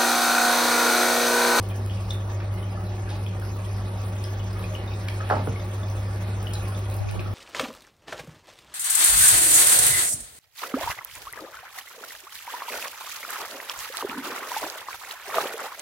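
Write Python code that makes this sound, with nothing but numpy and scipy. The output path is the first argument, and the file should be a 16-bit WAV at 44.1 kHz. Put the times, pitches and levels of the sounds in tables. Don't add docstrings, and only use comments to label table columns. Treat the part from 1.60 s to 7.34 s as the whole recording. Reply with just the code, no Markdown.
import sys
import numpy as np
from scipy import signal
from scipy.fft import rfft, irfft
from scipy.io import wavfile
from scipy.ndimage import uniform_filter1d

SR = 44100
rng = np.random.default_rng(int(sys.argv[2]) if len(sys.argv) > 2 else 0)


def invert_db(x):
    u = np.asarray(x, float) / 20
    return 10 ** u


def pcm_store(signal):
    levels = np.round(np.clip(np.atleast_2d(signal), -1, 1) * 32767)
    wavfile.write(sys.argv[1], SR, levels.astype(np.int16).T)


N = 253134
HZ = np.fft.rfftfreq(N, 1 / SR) + 1e-3
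STEP = 40

# time in seconds, level in dB.
HUM_LEVEL = [(0.0, -25), (0.03, -28.5), (0.97, -28), (1.02, -29.5), (3.01, -29), (3.04, -30.5),
             (3.66, -29.5), (3.69, -31.5), (3.82, -25), (3.87, -30), (4.14, -27.5), (4.91, -29),
             (5.39, -27.5), (5.53, -33), (5.71, -28.5), (5.74, -33)]
# frequency in Hz, width in Hz, lift in dB.
TUB_MODES = [(182.5, 14.6, 15), (234.5, 5.6, 6), (364.3, 29.3, 9.5), (466, 16, 4), (543.5, 19, 8),
             (611.6, 27, 9), (767, 32, 6.5), (840, 17, 5.5), (944, 19, 5), (1143, 32, 8.5), (1230, 17, 2.5),
             (1458, 23, 7), (1475, 78, -4.5), (2520, 52, 8)]
# frequency in Hz, density in dB per Hz.
WASH_SPECTRUM = [(22, -70), (35, -90), (50, -57), (75, -58), (130, -71.5), (300, -71), (900, -75.5),
                 (1500, -80), (2000, -84.5), (3200, -87.5), (4600, -92.5), (5100, -90.5), (10000, -96),
                 (16500, -99.5)]
WATER_TOPS_HZ = [130, 550, 1500, 4700]
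STIR_SHARES = [0.3, 0.38, 1.9, 1.34]
# time in seconds, splash level in dB.
STIRRING = [(0.0, -49), (0.83, -49.5), (3.15, -48), (3.53, -47), (3.82, -47.5), (4.41, -48), (4.83, -46.5),
            (5.51, -48.5), (5.74, -47.5)]
# start in seconds, peak in dB, pitch in Hz.
DROPS = [(0.1, -32.5, 3260), (0.2985, -30.5, 3120), (.308, -42, 3340), (0.371, -29.5, 2800),
         (0.5067, -23, 3670), (0.6973, -45, 1790), (1.029, -40, 3080), (1.2694, -43, 4100),
         (1.4745, -35.5, 1635), (1.6651, -34, 3320), (1.8208, -37, 1500), (2.047, -38, 3290),
         (2.6419, -27.5, 5200), (2.7955, -31, 3090), (2.9294, -31.5, 5180), (2.9956, -41, 4000),
         (3.0195, -40, 2500), (3.041, -36, 2550), (3.1507, -26.5, 2990), (3.2774, -38, 3780),
         (3.338, -40, 3820), (3.9594, -40, 2230), (4.2308, -38, 3600), (4.8703, -34, 3020),
         (4.9544, -36, 4070), (5.1494, -40, 3580), (5.4864, -38, 2520), (5.5942, -34, 2570),
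         (.11, -37, 2540), (0.821, -43, 2490), (1.501, -32, 3760), (1.66, -32, 2550),
              (2.38, -43.5, 3820), (2.566, -37, 3230), (2.644, -30, 3340), (4.0, -36, 3640),
              (4.299, -40, 6160), (4.375, -40, 3600), (5.195, -37.5, 3140), (5.255, -50, 3420),
              (5.389, -36, 4240)]
# start in seconds, peak in dB, pitch in Hz.
GLUGS = [
    (1.174, -38.5, 1250),
    (1.511, -41, 797),
    (2.33, -39.5, 860),
    (3.604, -36.5, 1247),
    (3.609, -33, 1600),
    (3.63, -42, 1390),
    (5.072, -36.5, 1014),
    (5.657, -42.5, 1270),
]
# start in seconds, peak in dB.
SPRAY_TICKS = [(0.027, -38), (0.088, -33), (0.16, -36.5), (0.5327, -36.5), (.94, -41), (1.6631, -42),
               (2.5545, -41.5), (2.9308, -40), (3.0354, -39.5), (3.2595, -44), (3.6695, -48), (3.691, -37),
               (3.86, -40), (4.197, -43), (4.301, -41), (4.41, -46), (4.8274, -35), (5.0823, -33),
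               (5.176, -39), (5.189, -39), (5.3394, -32.5), (5.365, -34.5), (5.31, -36)]
# start in seconds, peak in dB.
PLASTIC_SNAPS = [(0.2616, -32.5), (0.504, -38), (1.7984, -38), (2.418, -39), (2.639, -31), (2.843, -42),
                 (3.4846, -34.5), (4.9343, -30), (5.2996, -32), (5.5115, -30)]
# start in seconds, peak in dB, centre in Hz, rattle in seconds.
STONE_KNOCKS = [
    (3.6985, -10.5, 1060, 0.025),
    (3.707, -12, 756, 0.028),
    (3.724, -25.5, 1670, 0.023),
    (3.720, -11.5, 840, 0.03),
    (3.735, -20, 860, 0.075),
    (3.745, -34, 1920, 0.095),
    (3.767, -21, 555, 0.019),
    (3.795, -26.5, 826, 0.024),
    (3.8715, -21.5, 820, 0.0047),
    (3.875, -19.5, 328, 0.0045),
]
# start in seconds, peak in dB, centre in Hz, rattle in seconds.
TUB_BOOMS = [
    (3.709, -28.5, 207, 0.42),
    (3.874, -24, 107, 0.061),
]
# start in seconds, peak in dB, centre in Hz, length in seconds.
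SPLASHES = [(0.304, -45, 3050, 0.07), (0.508, -26, 4400, .01), (.80, -32, 1580, 0.063),
            (1.49, -32, 3030, 0.18), (2.95, -49, 5400, 0.038), (3.024, -35, 2600, .11),
            (3.484, -19, 2640, 0.011), (3.698, -31.5, 3260, 0.11), (3.914, -37, 2400, .12),
            (4.935, -25, 5460, 0.023), (5.489, -30, 2500, 0.033), (5.594, -31, 2680, .03)]
# frequency in Hz, level in dB, 60 dB decay time in seconds.
WALL_MODES = [(330, -8, .07), (468, -4, .09), (624, 0, .12), (834, -1, .09), (921, -5, .1),
              (1222, -14, .06), (1480, -10, .06), (1750, -14, .05)]
# time of the top in seconds, level in dB, hold in seconds.
GUSTS = [
    (5.405, -35, 0.044),
    (5.485, -37, 0.036),
    (5.56, -34.5, 0.029),
    (5.635, -44.5, 0.11),
]
# frequency in Hz, likeness from 0 to 1.
PORT_LIKENESS = [(60, .99), (250, .97), (640, .8), (1400, .4), (2500, .35), (3800, .6), (4600, .25),
                 (5200, .75), (7000, .78), (16000, .76)]
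# frequency in Hz, lead of the left in radians.
PORT_LEAD = [(0, 0), (700, -.5), (1100, -.8), (1900, 0), (2600, 1.7), (3800, .7), (5000, .3), (7250, 3.14),
             (10600, 6.28), (13550, 9.42), (16600, 12.5)]
# frequency in Hz, left over right in dB.
PORT_BALANCE = [(60, 2), (110, -2.4), (200, -0.12), (380, 0.0), (700, -1.7), (1290, 0.63), (2380, -2),
                (4400, -1.5), (8120, 1), (15000, -1)]
# frequency in Hz, dB under the other at which one is dropped.
MASKED_BELOW = [(100, -28), (400, -16), (1000, -20), (4500, -12), (6500, -5), (7700, -3.5), (11000, -3.8),
                (13000, -2.5), (14500, -.5), (16000, -1.5)]


def rms_one(x):
    return x / np.sqrt(np.mean(x ** 2) + 1e-20)


def at_hz(points, hz):
    table = np.array(points)
    return np.interp(np.log(hz), np.log(table[:, 0]), table[:, 1])


def in_time(rows):
    s, level = np.transpose(rows)
    return np.interp(np.arange(N // STEP + 1) * STEP / SR, s, level)


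def fine(coarse):
    return np.interp(np.arange(N) / STEP, np.arange(len(coarse)), coarse)


def drift(rate_hz):
    r = np.exp(-2 * np.pi * rate_hz * STEP / SR)
    white = rng.standard_normal(N // STEP + 2001)
    slow = signal.lfilter([1], [1, -2 * r, r * r], white)[2000:]
    return rms_one(slow - slow.mean())


def swell(start, hold, rise_db, fall_db):
    t = np.arange(N // STEP + 1) * STEP / SR
    return -rise_db * np.maximum(start - t, 0) - fall_db * np.maximum(t - start - hold, 0)


def band_pass(x, low_hz, high_hz, order=2):
    return signal.sosfilt(signal.butter(order, [low_hz, high_hz], "band", fs=SR, output="sos"), x)


def high_pass(x, low_hz):
    return signal.sosfilt(signal.butter(2, low_hz, "high", fs=SR, output="sos"), x)


def dying(clicks, life_s):
    return signal.lfilter([1], [1, -np.exp(-1 / (life_s * SR))], clicks + 1e-18)


def ring(force, hz, t60):
    r, w = invert_db(-60 / (t60 * SR)), 2 * np.pi * hz / SR
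    return signal.lfilter([0, np.sin(w)], [1, -2 * r * np.cos(w), r * r], force + 1e-18)


def room(x):
    t60_s, first_echo_s = 0.26, 0.008
    t = np.arange(int(0.4 * SR)) / SR
    tail = rng.standard_normal((2, len(t))) * invert_db(-60 * t / t60_s) * (t > first_echo_s)
    tail = signal.lfilter([1], [1, -0.3], tail)
    return signal.fftconvolve(x[None], tail / np.sqrt(np.sum(tail[0] ** 2)), axes=1)[:, :N]


def ports(pair):
    first, second = rfft(pair)
    alike = np.clip(at_hz(PORT_LIKENESS, HZ), 0, 1)
    lead = np.interp(HZ, *np.transpose(PORT_LEAD))
    right = alike * first * np.exp(-1j * lead) + 1j * np.sqrt(1 - alike ** 2) * second
    tilt = invert_db(at_hz(PORT_BALANCE, HZ) / 2)
    return irfft(np.array([first * tilt, right / tilt]), N)


def draught():
    rise_db_per_s, fall_db_per_s = 452, 300
    deep = band_pass(rng.standard_normal(N), 60, 140)
    flap = band_pass(rng.standard_normal(N), 200, 600)
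    air = rms_one(deep) + 0.5 * rms_one(flap) * fine(invert_db(1.7 * drift(40.0)))
    gusts = sum(invert_db(level_db + swell(s, hold, rise_db_per_s, fall_db_per_s)) for s, level_db, hold in GUSTS)
    return air * fine(gusts) * np.array([[1], [-1]])


def churn(patchy_db):
    stir_db = in_time(STIRRING)
    curves = [0] + [share * (stir_db - stir_db.mean()) for share in STIR_SHARES]
    cut_db = -17 - swell(5.41, 0.11, 503, 503)
    curves[1] = curves[1] + np.minimum(cut_db, 0)
    edges = 22 * 2 ** np.arange(0, 9.7, 1 / 3)
    white = rng.standard_normal((2, 2, N))
    together = drift(40.0)
    out = 0
    for k, (lo, hi) in enumerate(zip(edges, edges[1:])):
        hz = np.sqrt(lo * hi)
        patchy = patchy_db * (min(hz, 7000) / 3000) ** 0.5
        flicker = patchy * (0.33 * together + drift(11.6))
        stirred = curves[np.searchsorted(WATER_TOPS_HZ, hz)]
        gain = invert_db(at_hz(WASH_SPECTRUM, hz) + stirred + flicker)
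        out = out + fine(gain) * band_pass(white[k % 2], lo, hi)
    return out * np.sqrt(SR / 2)


def water():
    lift = 0
    for hz, wide, peak_db in TUB_MODES:
        lift = lift + (invert_db(peak_db) - 1) / (1 + (2 * (HZ - hz) / wide) ** 2)
    return irfft(rfft(churn(patchy_db=2.57)) * (1 + lift), N)


def bubbles(count, low_hz, high_hz, over_db):
    when, pitch, size = rng.random((count, 3)).T
    hz = low_hz * (high_hz / low_hz) ** pitch
    peak_db = at_hz(WASH_SPECTRUM, hz) + 10 * np.log10(hz) + over_db - 3.2 * np.log(size + 0.041)
    return np.transpose([0.02 + when * (N / SR - 0.02), peak_db, hz])


def satellites(table):
    parents = np.repeat(table, 3, axis=0)
    late, weak, off = rng.random((len(parents), 3)).T
    start = parents[:, 0] + 0.055 * late
    peak_db = parents[:, 1] - 8 - 9 * weak
    return np.transpose([start, peak_db, parents[:, 2] * (0.92 + 0.35 * off)])


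def drops(table, cycles, glide, rough):
    out, t = np.zeros(N + SR), np.arange(int(0.05 * SR)) / SR
    variety = rng.uniform(1.0, 1.31, (len(table), 2))
    for (s, peak_db, hz), (long, bend) in zip(table, variety):
        life = t * hz / (cycles * long)
        shape = (1 - np.exp(-t / 0.00034)) * np.exp(-life)
        slide = 1 + glide * bend * (1 - np.exp(-life))
        tone = np.sin(2 * np.pi * hz * np.cumsum(slide) / SR)
        at = round(s * SR) - 20
        out[at:at + len(t)] += invert_db(peak_db + 1.54) * shape * tone
    return out[:N] * (1 + rough * fine(drift(100.0)))


def ticks():
    life_s, middle_db = 0.007, -14
    treble, middle = np.zeros((2, N))
    for s, peak_db in SPRAY_TICKS:
        treble[round(s * SR)] = invert_db(peak_db - 2.5)
        middle[round(s * SR)] = invert_db(peak_db + middle_db - 6)
    noise = rng.standard_normal((2, N))
    bright = high_pass(noise[0] * dying(treble, life_s), 6500)
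    return bright + band_pass(noise[1] * dying(middle, life_s), 3500, 6500)


def snaps():
    clicks = np.zeros(N)
    for s, peak_db in PLASTIC_SNAPS:
        clicks[round(s * SR)] = invert_db(peak_db)
    return high_pass(rng.standard_normal(N) * dying(clicks, 0.0017), 1810)


def contacts():
    spread = 1.675
    force, t = np.zeros(N), np.arange(int(0.13 * SR)) / SR
    for s, peak_db, hz, rattle in STONE_KNOCKS + TUB_BOOMS + SPLASHES:
        burst = rng.standard_normal(len(t)) * np.exp(-3 * t / rattle) * np.minimum(t / 0.0014, 1)
        burst = band_pass(burst, hz / spread, hz * spread, order=3)
        at = round(s * SR)
        force[at:at + len(t)] += invert_db(peak_db) * burst / np.abs(burst).max()
    wall = sum(invert_db(level_db - 42.0) * ring(force, hz, t60) for hz, level_db, t60 in WALL_MODES)
    return 0.89 * force + wall


def pump():
    hum_hz, mains_db = 99.8, -46.5
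    turn = 2 * np.pi * np.cumsum(hum_hz + 0.04 * fine(drift(0.84))) / SR
    hum = fine(invert_db(in_time(HUM_LEVEL) + 0.9 * drift(10.3))) * np.sin(turn)
    mains = fine(invert_db(mains_db + 1.4 * drift(4.0))) * np.sin(turn / 2)
    return np.sqrt(2) * (hum + mains)


def scene():
    falling = DROPS
    plinks = drops(falling, 12, -0.041, rough=1.0)
    plinks = plinks + drops(satellites(falling), 5.4, 0.028, rough=0.33)
    plinks = plinks + drops(GLUGS, 15.5, 0.095, rough=0.72)
    babble = drops(bubbles(count=220, low_hz=1100, high_hz=3600, over_db=-6), 14.0, 0.05, rough=0.6)
    fizz = drops(bubbles(count=1600, low_hz=1700, high_hz=15000, over_db=-8), 28.0, 0.03, rough=0.4)
    small = babble + fizz
    knock, spray = contacts(), ticks() + snaps()
    into_room = invert_db(-7) * plinks + invert_db(-2.0) * small + invert_db(-7.5) * knock + invert_db(-2.0) * spray
    near = plinks + small + spray + knock + room(into_room)
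    return ports(water() + near) + pump() + draught()


def sharp_attacks():
    half_s, full_db = 0.007, -26
    t = np.arange(N) / SR
    shares = []
    for s, peak_db in PLASTIC_SNAPS:
        window = np.clip(2 - 2 * np.abs(t - s) / half_s, 0, 1)
        shares.append(window * min(invert_db(peak_db - full_db), 1))
    return np.max(shares, axis=0)


def joint_stereo(x):
    lag = 712
    pair = np.pad([x[0] + x[1], x[0] - x[1]], ((0, 0), (lag, 0)))
    hz, _, z = signal.stft(pair, SR, "cosine", 2048, 1024)
    edges = np.r_[0:40:8, 40:96:14, 96:1025:16]
    band = np.searchsorted(edges, np.arange(len(hz)), "right") - 1
    power = np.add.reduceat(np.abs(z) ** 2, edges, axis=1) + 1e-20
    power = uniform_filter1d(power, size=3, axis=1)
    limit = invert_db(2 * at_hz(MASKED_BELOW, hz[edges] + 90))[:, None]
    per_line = power / np.diff(np.r_[edges, len(hz)])[:, None]
    faint = invert_db(-17.5) * per_line[:, band] * (hz > 1200)[:, None]
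    z = z * (np.abs(z) ** 2 > faint)
    kept = (power > limit * power[::-1])[:, band]
    both = signal.istft(z * kept, SR, "cosine", 2048, 1024)[1][:, lag:lag + N]
    return np.array([both[0] + both[1], both[0] - both[1]]) / 2


def band_limit(x):
    return signal.sosfilt(signal.butter(12, 17140, fs=SR, output="sos"), x)


def record(dry):
    cut = irfft(rfft(dry) * (HZ < 15900), N)
    sharp = sharp_attacks()
    mix = sharp * cut + (1 - sharp) * joint_stereo(cut)
    return band_limit(mix)


dry = scene()
out = record(dry)
pcm_store(out)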